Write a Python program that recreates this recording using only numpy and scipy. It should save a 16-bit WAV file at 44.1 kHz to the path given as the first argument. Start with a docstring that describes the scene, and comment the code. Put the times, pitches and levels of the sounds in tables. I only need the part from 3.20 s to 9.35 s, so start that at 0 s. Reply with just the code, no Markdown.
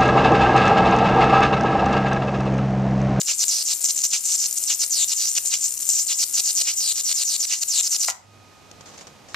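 """A sizzling, chirping buzz: thousands of sparks a second cross a small high-voltage gap in a room.
The gap, two wires on a wooden board, is a relaxation oscillator: it charges until the air breaks down,
so a stretching arc sparks slower and louder, then restrikes short. A switch clacks and cuts the power,
a few last sparks drain the charge, and room air, hum and a thin whine remain, with finger noise and a
button click on the nearby hand-held camera whose two microphone ports hear the scene."""
import sys
import numpy as np
from scipy import signal
from scipy.fft import rfft, irfft
from scipy.io import wavfile
from scipy.ndimage import map_coordinates

SR = 44100
rng = np.random.default_rng(int(sys.argv[2]) if len(sys.argv) > 2 else 0)


def bounce(signal):
    """Save signal as a 16-bit WAV file at the path given by the first command-line argument."""
    frames = np.transpose(np.atleast_2d(signal))
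    limited = np.clip(frames, -1, 1)
    pcm = np.round(limited * 32767).astype(np.int16)
    wavfile.write(sys.argv[1], SR, pcm)


N = 271215
TIME = np.arange(N) / SR

# reverberation time of the room [f/Hz, T60/s]
ROOM_DECAY = [(1000, 0.47), (2200, 0.28), (7000, 0.27), (14000, 0.22)]
# spectrum of the room air [f/Hz, level/dB]
AIR_SPECTRUM = [(25, -18), (70, -1.5), (210, 1), (330, -3.5), (750, -2), (1500, -10.5), (6500, -14.5),
                (11000, -28)]
# envelopes of the air, hum and whine [t/s, level/dB]
AIR_ENVELOPE = [(4.9, -61), (5.15, -52), (5.55, -49), (5.8, -47.5), (5.98, -49.5)]
HUM_ENVELOPE = [(0, -84), (2, -67), (4.95, -69.5), (5.13, -53), (5.4, -64), (5.62, -57), (5.8, -66)]
WHINE_ENVELOPE = [(4.9, -71), (5.15, -56.5), (5.65, -56.5), (5.85, -59.5)]
# partials of the whine [harmonic number, level/dB]
WHINE_HARMONICS = [(1, -4), (2, -11.5), (3, -26)]
# finger contacts on the camera body [t/s, level/dB, decay time/s]
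TOUCHES = [(5.514, -31.5, 0.0021), (5.609, -39.5, 0.0067), (5.657, -44, 0.09), (5.737, -47.5, .025),
           (5.778, -39.5, 0.017), (5.81, -39, .012), (5.8698, -36, 0.0082), (6.085, -45, 0.11)]
# spectra of a finger contact and of the button [f/Hz, level/dB]
TOUCH_SPECTRUM = [(60, -25), (200, -10), (400, -3.5), (3500, -12.5), (6800, -5), (14000, -41)]
BUTTON_SPECTRUM = [(600, -13), (1700, -1), (5000, -9), (14000, -49)]
# modes of the switch and its housing [f/Hz, level/dB, T60/s]
HOUSING_MODES = [(781, -4.5, 0.025), (1000, -2, .015), (1369, 2.5, 0.0088), (2000, 3.5, 0.011),
                 (2750, -13, 0.0054)]
# the arc climbs the spreading wires, then snaps back to the bottom
# [start t/s, snap t/s, spark rate at the top f/Hz, level/dB, unsteadiness 0-1]
ARC_CLIMBS = [(0, .018, 4208, -0.5, 0.44), (0.178, .243, 4246, 2, .24), (.27, .428, 4800, -2, .2),
              (.441, 0.539, 4107, -0.7, 0.27), (.669, .714, 4457, -0.3, 0.31), (.744, 0.821, 7290, -3, .33),
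              (1.015, 1.162, 6796, 0.5, 0.3), (1.162, 1.266, 5400, -1.2, 0.25),
              (1.584, 1.643, 4357, 2, 0.26), (1.692, 1.846, 3602, 2, .13), (1.869, 1.937, 4257, 0.5, .23),
              (2.148, 2.184, 2552, 1.7, 0.26), (2.968, 3.042, 4200, 3, 0.23), (3.126, 3.205, 4340, 2, 0.25),
              (3.224, 3.312, 4474, 1.1, 0.23), (3.34, 3.422, 4500, 3.5, 0.25), (3.552, 3.726, 3850, 2, .14),
              (3.744, 3.812, 4437, 0, 0.33), (3.826, 3.929, 3996, 2, 0.2), (3.937, 4.036, 4037, 2, .21),
              (4.036, 4.166, 3950, 2.1, 0.15), (4.178, 4.253, 4542, 3.8, .2), (4.397, 4.436, 4903, 4, 0.31),
              (4.473, 4.611, 3650, 4.5, .13), (4.612, 4.68, 5200, 2.2, 0.24), (4.693, 4.766, 4550, 3, 0.22),
              (4.781, 4.851, 4548, 2.3, 0.24), (4.851, 4.902, 5615, 0.5, 0.44)]
# the arc bows out and shrinks back unbroken [widest t/s, half duration/s, spark rate there f/Hz, level/dB]
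ARC_SWELLS = [(.102, .03, 2800, -1.1), (.319, 0.041, 7610, 1.9), (.656, .016, 6604, -1.5),
              (0.852, 0.023, 6110, -1), (.945, .03, 2752, -0.7), (1.376, .01, 8605, -0.5),
              (1.511, 0.029, 3051, -1), (2.036, .07, 4899, 0.4), (2.275, .022, 9000, 2),
              (2.338, .029, 2900, 0), (2.447, .038, 6600, 1), (2.705, .037, 7897, 2),
              (2.788, .044, 6110, 1.3), (2.914, .03, 3098, -0.5), (3.491, .036, 2707, -0.4),
              (4.327, 0.037, 2673, 2.1)]
# overall envelope of the arc [t/s, level/dB]
ARC_ENVELOPE = [(0, 3), (1.2, 2.5), (1.42, 4.5), (1.7, 2), (2.25, 1.27), (3.1, 2.5), (4.3, -1), (4.9, 0.5)]
# the arc stalls for an instant, then catches and flares [t/s, extra level/dB]
ARC_FLARES = [(.281, 7), (.605, 5), (.641, 7), (.76, 3.5), (.837, 6.5), (1.054, 3), (1.258, 4), (2.25, 7.5),
              (2.441, 3.5), (2.6, 5), (2.69, 8), (2.865, 4), (3.757, -1), (3.834, 0), (4.41, 0),
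              (4.708, 2.5)]
# single sparks as the supply drains [t/s, level/dB]
DRAIN_SPARKS = [(4.9054, 0), (4.906, 1), (4.909, 1), (4.911, -2), (4.9126, -6), (4.9214, -5)]
# response of each microphone port to a spark [f/Hz, left level/dB, right level/dB]
PORT_SPECTRA = [(720, -28, -16.5), (1370, -24.5, -17.5), (2210, -16, -16.5), (2740, -14.5, -15),
                (3320, -18, -16.5), (4720, -12, -12), (5290, -15, -10.5), (5920, -8.5, -3.5),
                (6640, -7.5, -10), (7380, -2, -10), (7600, -6, -19.5), (9060, -14, -21.5),
                (12230, -22, -40), (14200, -11.5, -26.5)]


def amp(db):
    return 10 ** (np.asarray(db) / 20)


def unit_rms(x):
    return x / np.sqrt(np.mean(x ** 2) + 1e-20)


def at_hz(points, hz):
    """Interpolation on a log-frequency axis."""
    f, value = np.transpose(points)
    return np.interp(np.log(hz + 1), np.log(f + 1), value)


def envelope(points):
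    """Gain at every sample, interpolated in decibels."""
    return amp(np.interp(TIME, *np.transpose(points)))


def wander(hz):
    """Random fluctuation of rms 1, low-passed at hz."""
    f = np.fft.rfftfreq(N, 1 / SR)
    return unit_rms(irfft(rfft(rng.standard_normal(N)) / (1 + (f / hz) ** 4), N))


def noise_pair(correlation):
    """Partly coherent white noise at two ports."""
    a, b = rng.standard_normal((2, N))
    return np.array([a, correlation * a + np.sqrt(1 - correlation ** 2) * b])


def colour(x, spectrum, size=4096):
    """Minimum-phase filtering: it is causal, so clicks keep a sharp front."""
    log_gain = np.log(amp(at_hz(spectrum, abs(np.fft.fftfreq(size, 1 / SR)))))
    taps = np.fft.ifft(np.exp(np.conj(signal.hilbert(log_gain)))).real[:size // 2]
    return signal.oaconvolve(np.atleast_2d(x), taps[None], axes=1)[:, :N]


def room(x, near_db, near_s, tail_db):
    """Reflection: direct sound, early scatter from the bench, and a tail whose treble dies first."""
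    t = TIME[:SR // 2]
    taps = rng.choice([-1., 1.], (2, 2, len(t))) * (rng.random((2, 2, len(t))) < 1 / 8)
    near = taps[0] * np.exp(-t / near_s) * (t > .0005)
    hz, frame_s, bands = signal.stft(taps[1] * (t > .005), SR, nperseg=256)
    bands *= amp(-60 * frame_s / at_hz(ROOM_DECAY, hz)[:, None])
    tail = signal.istft(bands, SR, nperseg=256)[1][:, :len(t)]
    echoes = sum(amp(db) * response / np.linalg.norm(response, axis=1, keepdims=True)
                 for db, response in [(near_db, near), (tail_db, tail)])
    return x + signal.oaconvolve(x * np.ones((2, 1)), echoes, axes=1)[:, :N]


def room_air():
    """Broadband ambient noise, strongest in the bass."""
    return envelope(AIR_ENVELOPE) * unit_rms(colour(noise_pair(.56), AIR_SPECTRUM))


def mains_hum(hz=97, waver=.0233):
    """A low tone under slight random frequency and amplitude modulation."""
    phase = 2 * np.pi * np.cumsum(hz * (1 + waver * wander(6.3))) / SR
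    return np.sqrt(2) * envelope(HUM_ENVELOPE) * amp(.76 * wander(10)) * np.sin(phase)


def whine(hz=1247, waver=.00121):
    """A thin harmonic series on an almost steady fundamental."""
    phase = 2 * np.pi * np.cumsum(hz * (1 + waver * wander(4.7))) / SR
    partials = sum(amp(db) * np.sin(round(k) * phase) for k, db in WHINE_HARMONICS)
    return np.sqrt(2) * envelope(WHINE_ENVELOPE) * partials


def handling(grain_db=3):
    """Impact and friction: fingers tick and rub on the camera body in grainy bursts."""
    touch = sum(amp(db) * np.exp(-abs(TIME - s) / decay) * (TIME >= s) for s, db, decay in TOUCHES)
    friction = noise_pair(.15) * amp(grain_db * wander(700))
    return touch * unit_rms(colour(friction, TOUCH_SPECTRUM))


def button(s=6.1445, level_db=-21, decay_s=.0048):
    """A heavily damped impact: the camera's plastic button gives a broadband click."""
    push = np.exp(-abs(TIME - s) / decay_s) * (TIME >= s)
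    return amp(level_db) * push * unit_rms(colour(noise_pair(.67), BUTTON_SPECTRUM))


def switch(s=4.8848, gain_db=-19, low_hz=680):
    """Damped modes: the power switch clacks, too small to radiate bass, and excites the room."""
    age = np.maximum(TIME - s, 0)
    knock = sum(amp(db - 60 * age / t60) * np.sin(2 * np.pi * hz * age) for hz, db, t60 in HOUSING_MODES)
    knock = signal.sosfilt(signal.butter(5, low_hz, "high", fs=SR, output="sos"), knock)
    return amp(gain_db) * room(knock, near_db=0, near_s=.008, tail_db=-8)


def spark_pulses(times, strength, length, width_s=.85e-5, oversample=4):
    """Sudden heating gives one Gaussian pressure pulse a spark, wider for a longer gap."""
    centre = times[:, None] * SR * oversample
    width = width_s * SR * oversample * np.clip(length, .5, 2)[:, None]
    places = np.round(centre).astype(int) + np.arange(-4 * oversample, 4 * oversample + 1)
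    bells = np.exp(-.5 * ((places - centre) / width) ** 2)
    bells *= (oversample * strength / bells.sum(1))[:, None]
    fine = np.bincount(np.clip(places, 0, N * oversample - 1).ravel(), bells.ravel(), N * oversample)
    return signal.resample_poly(fine, 1, oversample)


def last_sparks(gain_db=8):
    """With the power off, stored charge drains in a few scattered breakdowns."""
    times, db = np.transpose(DRAIN_SPARKS)
    return spark_pulses(times, amp(db + gain_db), np.ones(len(times)))


def arc_channel(t, short_hz=11690, short_unsteady=.27, swell_unsteady=.255, climb_s=.088, settle=.498,
                lift_off_db=1.4, snap_db=2, snap_s=.0033, thin_db=4.5, deep_hz=2850):
    """Breakdown voltage grows with length: stretching sets the spark rate, level and unsteadiness."""
    wait = np.full(len(t), 1 / short_hz)
    level_db = np.interp(t, *np.transpose(ARC_ENVELOPE))
    unsteady = np.full(len(t), short_unsteady)
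    for start, snap, hz, db, top_unsteady in ARC_CLIMBS:
        now = (t > start) & (t < snap)
        stretch = np.expm1((start - t[now]) / climb_s) / np.expm1((start - snap) / climb_s)
        settled = stretch ** settle
        wait[now] += stretch * (1 / hz - 1 / short_hz)
        dip_db = lift_off_db * np.sin(np.pi * settled) ** 2  # weaker on leaving the bottom
        crack_db = snap_db * np.exp((t[now] - snap) / snap_s)  # louder just before breaking
        level_db[now] += settled * db - dip_db + crack_db
        unsteady[now] += settled * (top_unsteady - short_unsteady)
    for s, half_s, hz, db in ARC_SWELLS:
        now = abs(t - s) < 4 * half_s
        stretch = np.exp(-abs((t[now] - s) / half_s) ** 1.9)
        settled = stretch ** settle
        wait[now] += stretch * (1 / hz - 1 / short_hz)
        dip_db = thin_db * (deep_hz / hz) ** 2 * np.sin(np.pi * settled)  # a deep swell has weak flanks
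        level_db[now] += settled * db - dip_db
        unsteady[now] += settled * (swell_unsteady - short_unsteady)
    return 1 / wait, level_db, unsteady


def arc(end_s=4.903, usual_hz=6000, jitter=.499, flutter=.24, quiver=.56, sputter_db=7,
        stall_db=4, stall_s=.008, flare_s=.015, stray_db=4, stray_share=.0027, restrike=.37):
    """Relaxation oscillation: the supply recharges to breakdown; a longer gap fires later and harder."""
    t = TIME[TIME < end_s]
    rate, arc_db, unsteady = arc_channel(t)
    # the channel quivers, and its feet skip on the wires, which matters most when it is short
    skip = flutter * np.sqrt(rate / usual_hz) * wander(150)[:len(t)]
    gap = usual_hz / rate * np.exp(unsteady * (skip + quiver * wander(1700)[:len(t)]))
    gap *= np.exp(.072 * wander(600)[:len(t)])  # even a steady channel wobbles in its own hot air
    # a spark fires at each full charge, a little early or late
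    charge = np.cumsum(usual_hz / gap) / SR
    cycles = np.arange(int(charge[-1]))
    scatter = jitter * np.interp(cycles, charge, unsteady)
    thresholds = np.cumsum(np.exp(scatter * rng.standard_normal(N)[:len(cycles)] - scatter ** 2 / 2))
    times = np.interp(thresholds[thresholds < charge[-1]], charge, t)
    length = np.interp(times, t, gap)  # relative to the gap that fires at usual_hz
    level_db = np.interp(times, t, arc_db + sputter_db * unsteady * wander(300)[:len(t)])
    for s, db in ARC_FLARES:
        apart = abs(times - s)
        level_db += np.where(times < s, -stall_db * np.exp(-apart / stall_s), db * np.exp(-apart / flare_s))
    luck, ring_back = rng.random((2, N))[:, :len(times)]
    level_db += stray_db * (luck < stray_share)  # the odd spark snaps harder
    strength = amp(level_db) * length ** 1.16
    strength *= np.interp(times, t, rate / usual_hz) ** .17  # crowded sparks gain a little
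    lateness = np.diff(times, prepend=0) * usual_hz / length
    strength *= np.clip(lateness, .5, 2) ** .85  # a late spark has stored more charge
    # across a long gap the circuit rings back and strikes again halfway to the next spark
    again = restrike * (1 - .69 * ring_back) * np.clip(2 * (length - 1), 0, 1)
    halfway = times + np.diff(times, append=end_s) / 2
    return spark_pulses(times, strength, length) + spark_pulses(halfway, again * strength, length)


def spark_gap(low_hz=560, lag_s=2.4e-5, sway_s=.8e-5, hop_s=1.1e-5):
    """Path difference: the sparks reach two ports with a lag that varies as the camera sways."""
    highpass = signal.butter(2, low_hz, "high", fs=SR, output="sos")  # a steady push does not radiate
    pulses = signal.sosfilt(highpass, arc() + last_sparks())
    left, right = (colour(pulses, np.array(PORT_SPECTRA)[:, [0, side]])[0] for side in (1, 2))
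    lag = lag_s + sway_s * wander(1) + hop_s * wander(133)  # the sparks also hop about on the wires
    right = map_coordinates(right, [(TIME + lag) * SR], order=5)
    return room(np.array([left, right]), near_db=-9, near_s=.0021, tail_db=-13)


def scene():
    """Superposition of all sources, with the background 3 dB stronger on the right."""
    foreground = spark_gap() + switch() + handling() + button()
    background = room_air() + mains_hum() + whine()
    return foreground + background * amp([[-1.5], [1.5]])


def record(dry, edge_hz=14230):
    """Band limiting by a steep linear-phase low-pass filter."""
    lowpass = signal.firwin(1023, edge_hz, window=("kaiser", 9), fs=SR)
    return signal.oaconvolve(dry, lowpass[None], "same")


dry = scene()
out = record(dry)
bounce(out)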